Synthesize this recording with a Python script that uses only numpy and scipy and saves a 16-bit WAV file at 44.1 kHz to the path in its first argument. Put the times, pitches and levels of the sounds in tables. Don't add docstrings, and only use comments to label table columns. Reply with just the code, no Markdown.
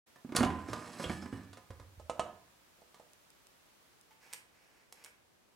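import sys
import numpy as np
from scipy import signal
from scipy.fft import rfft, irfft, next_fast_len
from scipy.io import wavfile
from scipy.ndimage import uniform_filter1d, map_coordinates

SR = 44100
rng = np.random.default_rng(int(sys.argv[2]) if len(sys.argv) > 2 else 0)


def log_audio(samples):
    frames = np.atleast_2d(samples).T
    limited = np.clip(frames, -1, 1)
    pcm = np.round(limited * 32767).astype(np.int16)
    wavfile.write(sys.argv[1], SR, pcm)


N = 244755
TIME = np.arange(N) / SR
BLOW_TIME = np.arange(SR) / SR

# frequency_hz, t60_s
ROOM_DECAY = [(100, 0.85), (500, 0.46), (1500, 0.51), (5000, 0.28), (14000, 0.28)]
# frequency_hz, left_minus_right_db
FRYER_BALANCE = [(60,-3.5), (600,-6), (1500,-3.5), (9000,-3), (15000,1.5)]
# frequency_hz, left_lead_rad
MIC_PHASE = [(9500,0), (12200,-2.5), (16000,-2.9)]

# frequency_hz, gain_db
AIR_SPECTRUM = [(30,-11.5), (359,-11), (700,-13.5), (9680,-28), (15500,-33.5)]
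SIZZLE_SPECTRUM = [(150, -3), (1200, 2), (5000, -4.5), (16000, -10)]
CRACKLE_SPECTRUM = [(300,-13), (800,0), (1400,-10.5), (2400,-5.5), (4300,-4.5), (5500,0.5), (6500,-3.5),
                    (8200,2.5), (11000,-3.5), (16000,-19)]
PAPER_SPECTRUM = [(200,-10), (800,4.5), (1300,0.5), (1750,4), (2450,4), (3600,-8), (4600,-5), (5350,-1.5),
                  (7000,-8), (15000,-15.5)]
STICK_SPECTRUM = [(100, -21), (600, -36), (900, -4.5), (1200, -10), (2300, -3), (3400, -13), (15000, -19.5)]
FOOT_SPECTRUM = [(80,-20), (240,-15.5), (350,-13.5), (480,6.5), (750,15), (1200,2.5), (1700,-7), (3000,-3),
                 (6000,-28.5)]
FOOT_CLICK_SPECTRUM = [(600, -10), (2500, 0), (6000, -4), (9000, -3), (11000, -19), (16000, -34)]
HOUSING_SPECTRUM = [(40,-25.5), (140,-7.5), (250,4), (340,0), (500,-17), (1500,-46)]
BASKET_SPECTRUM = [(200, -18.5), (450, 3), (900, 0), (1600, -2.5), (2400, -10), (4000, -21), (7000, -43.5),
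                   (15000, -68)]
CLICK_SPECTRUM = [(800,-9.5), (3800,6), (6000,4), (9500,-2), (12500,-4.5), (16000,-36)]
CATCH_SPECTRUM = [(1500,-8.5), (4000,-0.5), (6000,-3), (8400,6.5), (10300,3.5), (12500,-2), (16000,-14)]

# pitch_hz, gain_db, t60_s
HOUSING_RING = [(120,-8,.2), (172,-2,.2), (212,-5,.12), (246,0,.22), (295,-1,.15), (373,-7,.2), (505,-8,.2)]
BASKET_RING = [(554,-5,.2), (722,-3,.25), (840,-4,.3), (978,-1,.2), (1025,-3,.3), (1192,-4,.25),
               (1238,-4,.3), (1448,-7,.25), (1678,-6,.3)]
FOOT_RING = [(231,-15,.13), (490,1,.15), (590,-3,.04), (745,-1,.035), (840,-1,.05), (965,-3,.08),
             (1023,-4,.1), (1262,-2,.12), (1712,-24,.6), (2584,-19,.2), (2930,-16,.15)]
RIM_RING = [(1726,-9.5,1.2), (1813,-0.5,0.43), (2309,-3.5,0.57), (2934,-5,.25)]
# pitch_hz, width_hz, gain_db
RAIL_RESONANCES = [(2780,300,-4), (4000,300,-6.5), (5300,450,-1), (8000,1800,0)]

# start_s, relative_db
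COOLING_TICKS = [(3.134,-55), (3.3036,-56), (3.4698,-54.5), (4.0122,-56.5)]
# start_s, length_s, level_db
PAPER_RUBS = [(4.196,0.14,-64.5), (4.527,.29,-72), (4.944,0.13,-66.5)]
# start_s, level_db, t60_s
CHOPSTICK_TAPS = [(4.109,-66,0.17), (4.332,-51,0.061), (4.925,-64.5,.015), (5.061,-58,0.016)]
# start_s, level_db, crumble_vs_crack_db
CRUST_CRACKS = [(4.329,-53.5,-8), (4.335,-44.5,-4), (4.3432,-54.5,23), (4.925,-54,9), (5.04,-58.5,10),
                (5.047,-53.5,-5)]
# start_s, pitch_hz, level_db
TABLE_THUDS = [(0.386,104,-42), (0.456,86,-40), (.70,115,-46), (1.059,83,-43), (1.331,100,-44),
               (1.702,93.8,-47), (1.803,90.3,-50), (1.978,81,-51.5)]
# start_s, level_db, spot_pitch_hz
FOOT_TAPS = [(1.998,-53.5,605), (2.097,-36,680), (2.195,-31,718), (2.788,-72.5,634), (2.819,-62,690),
             (2.998,-56.5,600)]
# start_s, length_s, scrape_rise_s, scrape_db, rattle_db
DRAWER_PULLS = [(0.385,0.22,0.033,-67,-41), (0.639,0.31,0.079,-59.5,-41), (0.957,0.13,0.079,-52.5,-39),
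                (1.314,0.03,.03,-66.5,-37.5)]
# start_s, pitch_hz, level_db
RAIL_SQUEAKS = [(.43,2920,-43.5), (1.039,2840,-49), (1.04,3300,-45.5), (1.221,5230,-58)]
# start_s, level_db
RIM_JOLTS = [(1.095,-50.5), (1.327,-60)]
# start_s, level_db
CATCH_SNAPS = [(0.3612, -39), (0.3655, -31.5)]
# start_s, level_db, hardness
# (0-1), spot_pitch_hz
DRAWER_KNOCKS = [(0.159,-59.5,0.62,1763), (0.248,-43.5,0.2,260.5), (.292,-47,0.38,254), (.322,-39,0.41,292),
                 (.35,-34,0.55,299), (.3619,-38.5,1,1400), (0.3657,-31.5,0.9,1460), (.386,-33,0.49,164),
                 (.407,-24.5,0.35,249), (.43,-30,0.52,756), (.435,-27.5,.28,279.3), (.447,-36.5,0.6,683),
                 (0.503,-35.5,0.36,1004), (.686,-40.5,0.44,310), (.732,-37.5,0.64,1217),
                 (.998,-39,0.47,563), (1.04,-38.5,0.44,512), (1.097,-33.5,0.43,204), (1.225,-46,0.53,240),
                 (1.259,-43,0.47,275), (1.327,-38,.26,274.6), (1.531,-55.5,0.89,1000), (1.572,-54,0.67,531),
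                 (1.705,-50.5,0.6,537), (1.798,-55,0.66,532), (2.944,-60,0.81,1156)]


def undb(db):
    return 10 ** (np.asarray(db) / 20)


def unit(x):
    return x / np.sqrt(np.mean(x ** 2))


def unit_onset(x):
    return x / np.sqrt(np.mean(x[:660] ** 2))


def at_bins(points, size):
    hz, value = np.transpose(points)
    return np.interp(np.log(np.arange(size // 2 + 1) * SR / size + 1), np.log(hz), value)


def colour(x, spectrum):
    size = 2048
    cepstrum = irfft(np.log(undb(at_bins(spectrum, size))))
    cepstrum[1:size // 2] *= 2
    cepstrum[size // 2 + 1:] = 0
    return signal.fftconvolve(x, irfft(np.exp(rfft(cepstrum))))[:len(x)]


def resonate(x, hz, width_hz):
    return signal.lfilter(*signal.iirpeak(hz, hz / width_hz, fs=SR), x)


def add(track, start_s, sound):
    start = int(start_s * SR)
    track[start:start + len(sound)] += sound[:N - start]


def fade(t60):
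    return np.exp(-np.log(1000) * BLOW_TIME / t60)


def stroke(start_s, length_s, rise_s, t60):
    since = TIME - start_s
    release = np.exp(-np.log(1000) * np.maximum(since - length_s, 0) / t60)
    return np.clip(since / rise_s, 0, 1) * release


def waver(samples):
    return unit(uniform_filter1d(uniform_filter1d(rng.standard_normal(N), samples), samples))


def grains(rate_hz, spread_db):
    size = undb(spread_db * np.minimum(rng.exponential(size=N), 4))
    return unit((rng.random(N) < rate_hz / SR) * rng.standard_normal(N) * size)


def tone(hz, t60):
    return unit_onset(fade(t60) * np.sin(2 * np.pi * hz * BLOW_TIME))


def ring(modes):
    hz, db, t60 = np.transpose(modes)
    weight, polarity = rng.standard_normal((len(hz), 2)).T
    gains = undb(db + 2 * weight) * np.sign(polarity)
    partials = (g * fade(d) * np.sin(2 * np.pi * f * BLOW_TIME) for f, g, d in zip(hz, gains, t60))
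    return unit_onset(sum(partials))


def burst(spectrum, t60, tail_db):
    tail = rng.standard_normal(SR) * fade(t60)
    blow = tail * undb(tail_db) / np.linalg.norm(tail)
    blow[0] += 1
    return unit_onset(colour(blow, spectrum))


def room_air():
    return np.array([unit(colour(rng.standard_normal(N), AIR_SPECTRUM)) for _ in range(2)]) * undb(-68.5)


def kitchen(direct, width, wet_db=-7.5):
    edges_hz = np.geomspace(50, 16000, 9)
    hz, t60 = np.transpose(ROOM_DECAY)
    tails = 0
    for low, high in zip(edges_hz, edges_hz[1:]):
        bandpass = signal.butter(3, [low, high], "band", fs=SR, output="sos")
        band = signal.sosfilt(bandpass, rng.standard_normal((2, SR)))
        tails = tails + band * fade(np.interp(np.log(low * high) / 2, np.log(hz), t60))
    tails *= np.clip(BLOW_TIME / 0.00081 - .5, 0, 1)
    mid, side = (signal.fftconvolve(direct, h)[:N] * undb(wet_db) / np.linalg.norm(h) for h in tails)
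    side = width * colour(side, [(200, -7.5), (700, -6.5), (2000, 7.5), (8000, -6.0)])
    return np.array([direct + mid + side, direct + mid - side])


def sizzle():
    hiss = np.array([unit(colour(rng.standard_normal(N), SIZZLE_SPECTRUM)) for _ in range(2)])
    return hiss * undb(-68.5) * stroke(0, length_s=3.86, rise_s=1 / SR, t60=5.9)


def cooling_basket():
    ticks = np.zeros(N)
    for start_s, db in COOLING_TICKS:
        add(ticks, start_s, undb(db - 10.5) * burst(CRACKLE_SPECTRUM, t60=.0022, tail_db=-17))
    left_lag_s = 0.00081
    return np.array([np.roll(ticks, int(left_lag_s * SR)), ticks])


def chopsticks():
    rubbing = sum(undb(db) * stroke(start_s, length_s, rise_s=.032, t60=.35)
                  for start_s, length_s, db in PAPER_RUBS)
    out = unit(colour(grains(rate_hz=10000, spread_db=2.5), PAPER_SPECTRUM)) * rubbing
    for start_s, db, t60 in CHOPSTICK_TAPS:
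        add(out, start_s, undb(db) * burst(STICK_SPECTRUM, t60, tail_db=10))
    add(out, 4.108, undb(-70) * tone(hz=880, t60=.17))
    for start_s, db, crumble_db in CRUST_CRACKS:
        add(out, start_s, undb(db) * burst(CRACKLE_SPECTRUM, t60=.019, tail_db=crumble_db))
    return out


def set_down():
    out = np.zeros(N)
    for start_s, hz, db in TABLE_THUDS:
        boom = tone(hz, t60=.13) + undb(-18) * tone(hz, t60=.55)
        add(out, start_s, undb(db) * boom)
    for start_s, db, spot_hz in FOOT_TAPS:
        knock = burst(FOOT_SPECTRUM, t60=.05, tail_db=-3) + undb(-3.5) * ring(FOOT_RING)
        knock += undb(2) * tone(spot_hz, t60=.036)
        cutoff_hz = min(3000 * 2 ** ((db + 35.5) / 12), SR / 4)
        knock = unit_onset(signal.lfilter(*signal.butter(2, cutoff_hz, fs=SR), knock))
        click = undb(-13.5) * burst(FOOT_CLICK_SPECTRUM, t60=.065, tail_db=10)
        add(out, start_s, undb(db) * (knock + click))
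    return out


def drawer_slide():
    sheet_modes = rng.standard_normal(SR) * fade(t60=.04)
    friction = grains(rate_hz=1400, spread_db=2.6) * undb(2.2 * waver(samples=350))
    slips = signal.fftconvolve(friction, sheet_modes)[:N]
    rails = sum(undb(db) * resonate(slips, hz, width_hz) for hz, width_hz, db in RAIL_RESONANCES)
    pitch_ratio = 1 + .04 * waver(samples=2500)
    rails = unit(map_coordinates(rails, [np.cumsum(pitch_ratio)], mode="mirror"))
    scrape = undb(-6) * rails + undb(-1) * unit(colour(slips, CLICK_SPECTRUM))
    shaking = grains(rate_hz=2000, spread_db=1.2)
    rattle = undb(-14.5) * unit(colour(shaking, HOUSING_SPECTRUM))
    rattle += undb(-13) * unit(colour(shaking, BASKET_SPECTRUM))
    out = np.zeros(N)
    for start_s, length_s, rise_s, scrape_db, rattle_db in DRAWER_PULLS:
        out += undb(scrape_db) * scrape * stroke(start_s, length_s, rise_s, t60=.6)
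        out += undb(rattle_db) * rattle * stroke(start_s, length_s, rise_s=.09, t60=.36)
    for start_s, hz, db in RAIL_SQUEAKS:
        squeak = resonate(rng.standard_normal(SR) * fade(t60=.092), hz, width_hz=190)
        add(out, start_s, undb(db) * unit_onset(squeak))
    for start_s, db in RIM_JOLTS:
        add(out, start_s, undb(db) * ring(RIM_RING))
    add(out, .449, undb(-41) * tone(hz=1025, t60=.65))
    return out


def drawer_knocks():
    out = np.zeros(N)
    for start_s, db, hardness, spot_hz in DRAWER_KNOCKS:
        thump = undb(-1) * burst(HOUSING_SPECTRUM, t60=.06, tail_db=-4) + undb(-7) * ring(HOUSING_RING)
        clang = undb(-1) * burst(BASKET_SPECTRUM, t60=.055, tail_db=8) + undb(-7) * ring(BASKET_RING)
        click = burst(CLICK_SPECTRUM, t60=.055, tail_db=13.5)
        harder = hardness - .5
        shares = undb([0, -0.37 + 35.8 * harder, -13 + 67.3 * harder])
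        blow = shares @ np.array([thump, clang, click]) / np.linalg.norm(shares)
        spot = undb(-3.5 - 22 * harder) * tone(spot_hz, t60=.12)
        add(out, start_s, undb(db) * unit_onset(blow + spot))
    return out


def spring_catch():
    out = np.zeros(N)
    for start_s, db in CATCH_SNAPS:
        add(out, start_s, undb(db) * burst(CATCH_SPECTRUM, t60=.012, tail_db=3))
    return out


def scene():
    drawer = drawer_knocks() + spring_catch() + drawer_slide()
    left, right = kitchen(drawer, width=.33) + kitchen(set_down(), width=.33)
    left = colour(left, [(hz, db / 2) for hz, db in FRYER_BALANCE])
    right = colour(right, [(hz, -db / 2) for hz, db in FRYER_BALANCE])
    size = next_fast_len(N + SR)
    left = irfft(rfft(left, size) * np.exp(1j * at_bins(MIC_PHASE, size)), size)[:N]
    plate = kitchen(chopsticks(), width=.87) * undb([[-1.25], [1.25]])
    hot_basket = (sizzle() + cooling_basket()) * undb([[0], [1.5]])
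    return np.array([left, right]) + plate + hot_basket + room_air()


def record(dry):
    fade_in = np.clip((TIME - .06) / .015, 0, 1)
    low_cut = signal.butter(2, 42, "high", fs=SR, output="sos")
    high_cut = signal.ellip(10, .2, 80, 15900, fs=SR, output="sos")
    return signal.sosfilt(high_cut, signal.sosfilt(low_cut, dry * fade_in))


dry = scene()
out = record(dry)
log_audio(out)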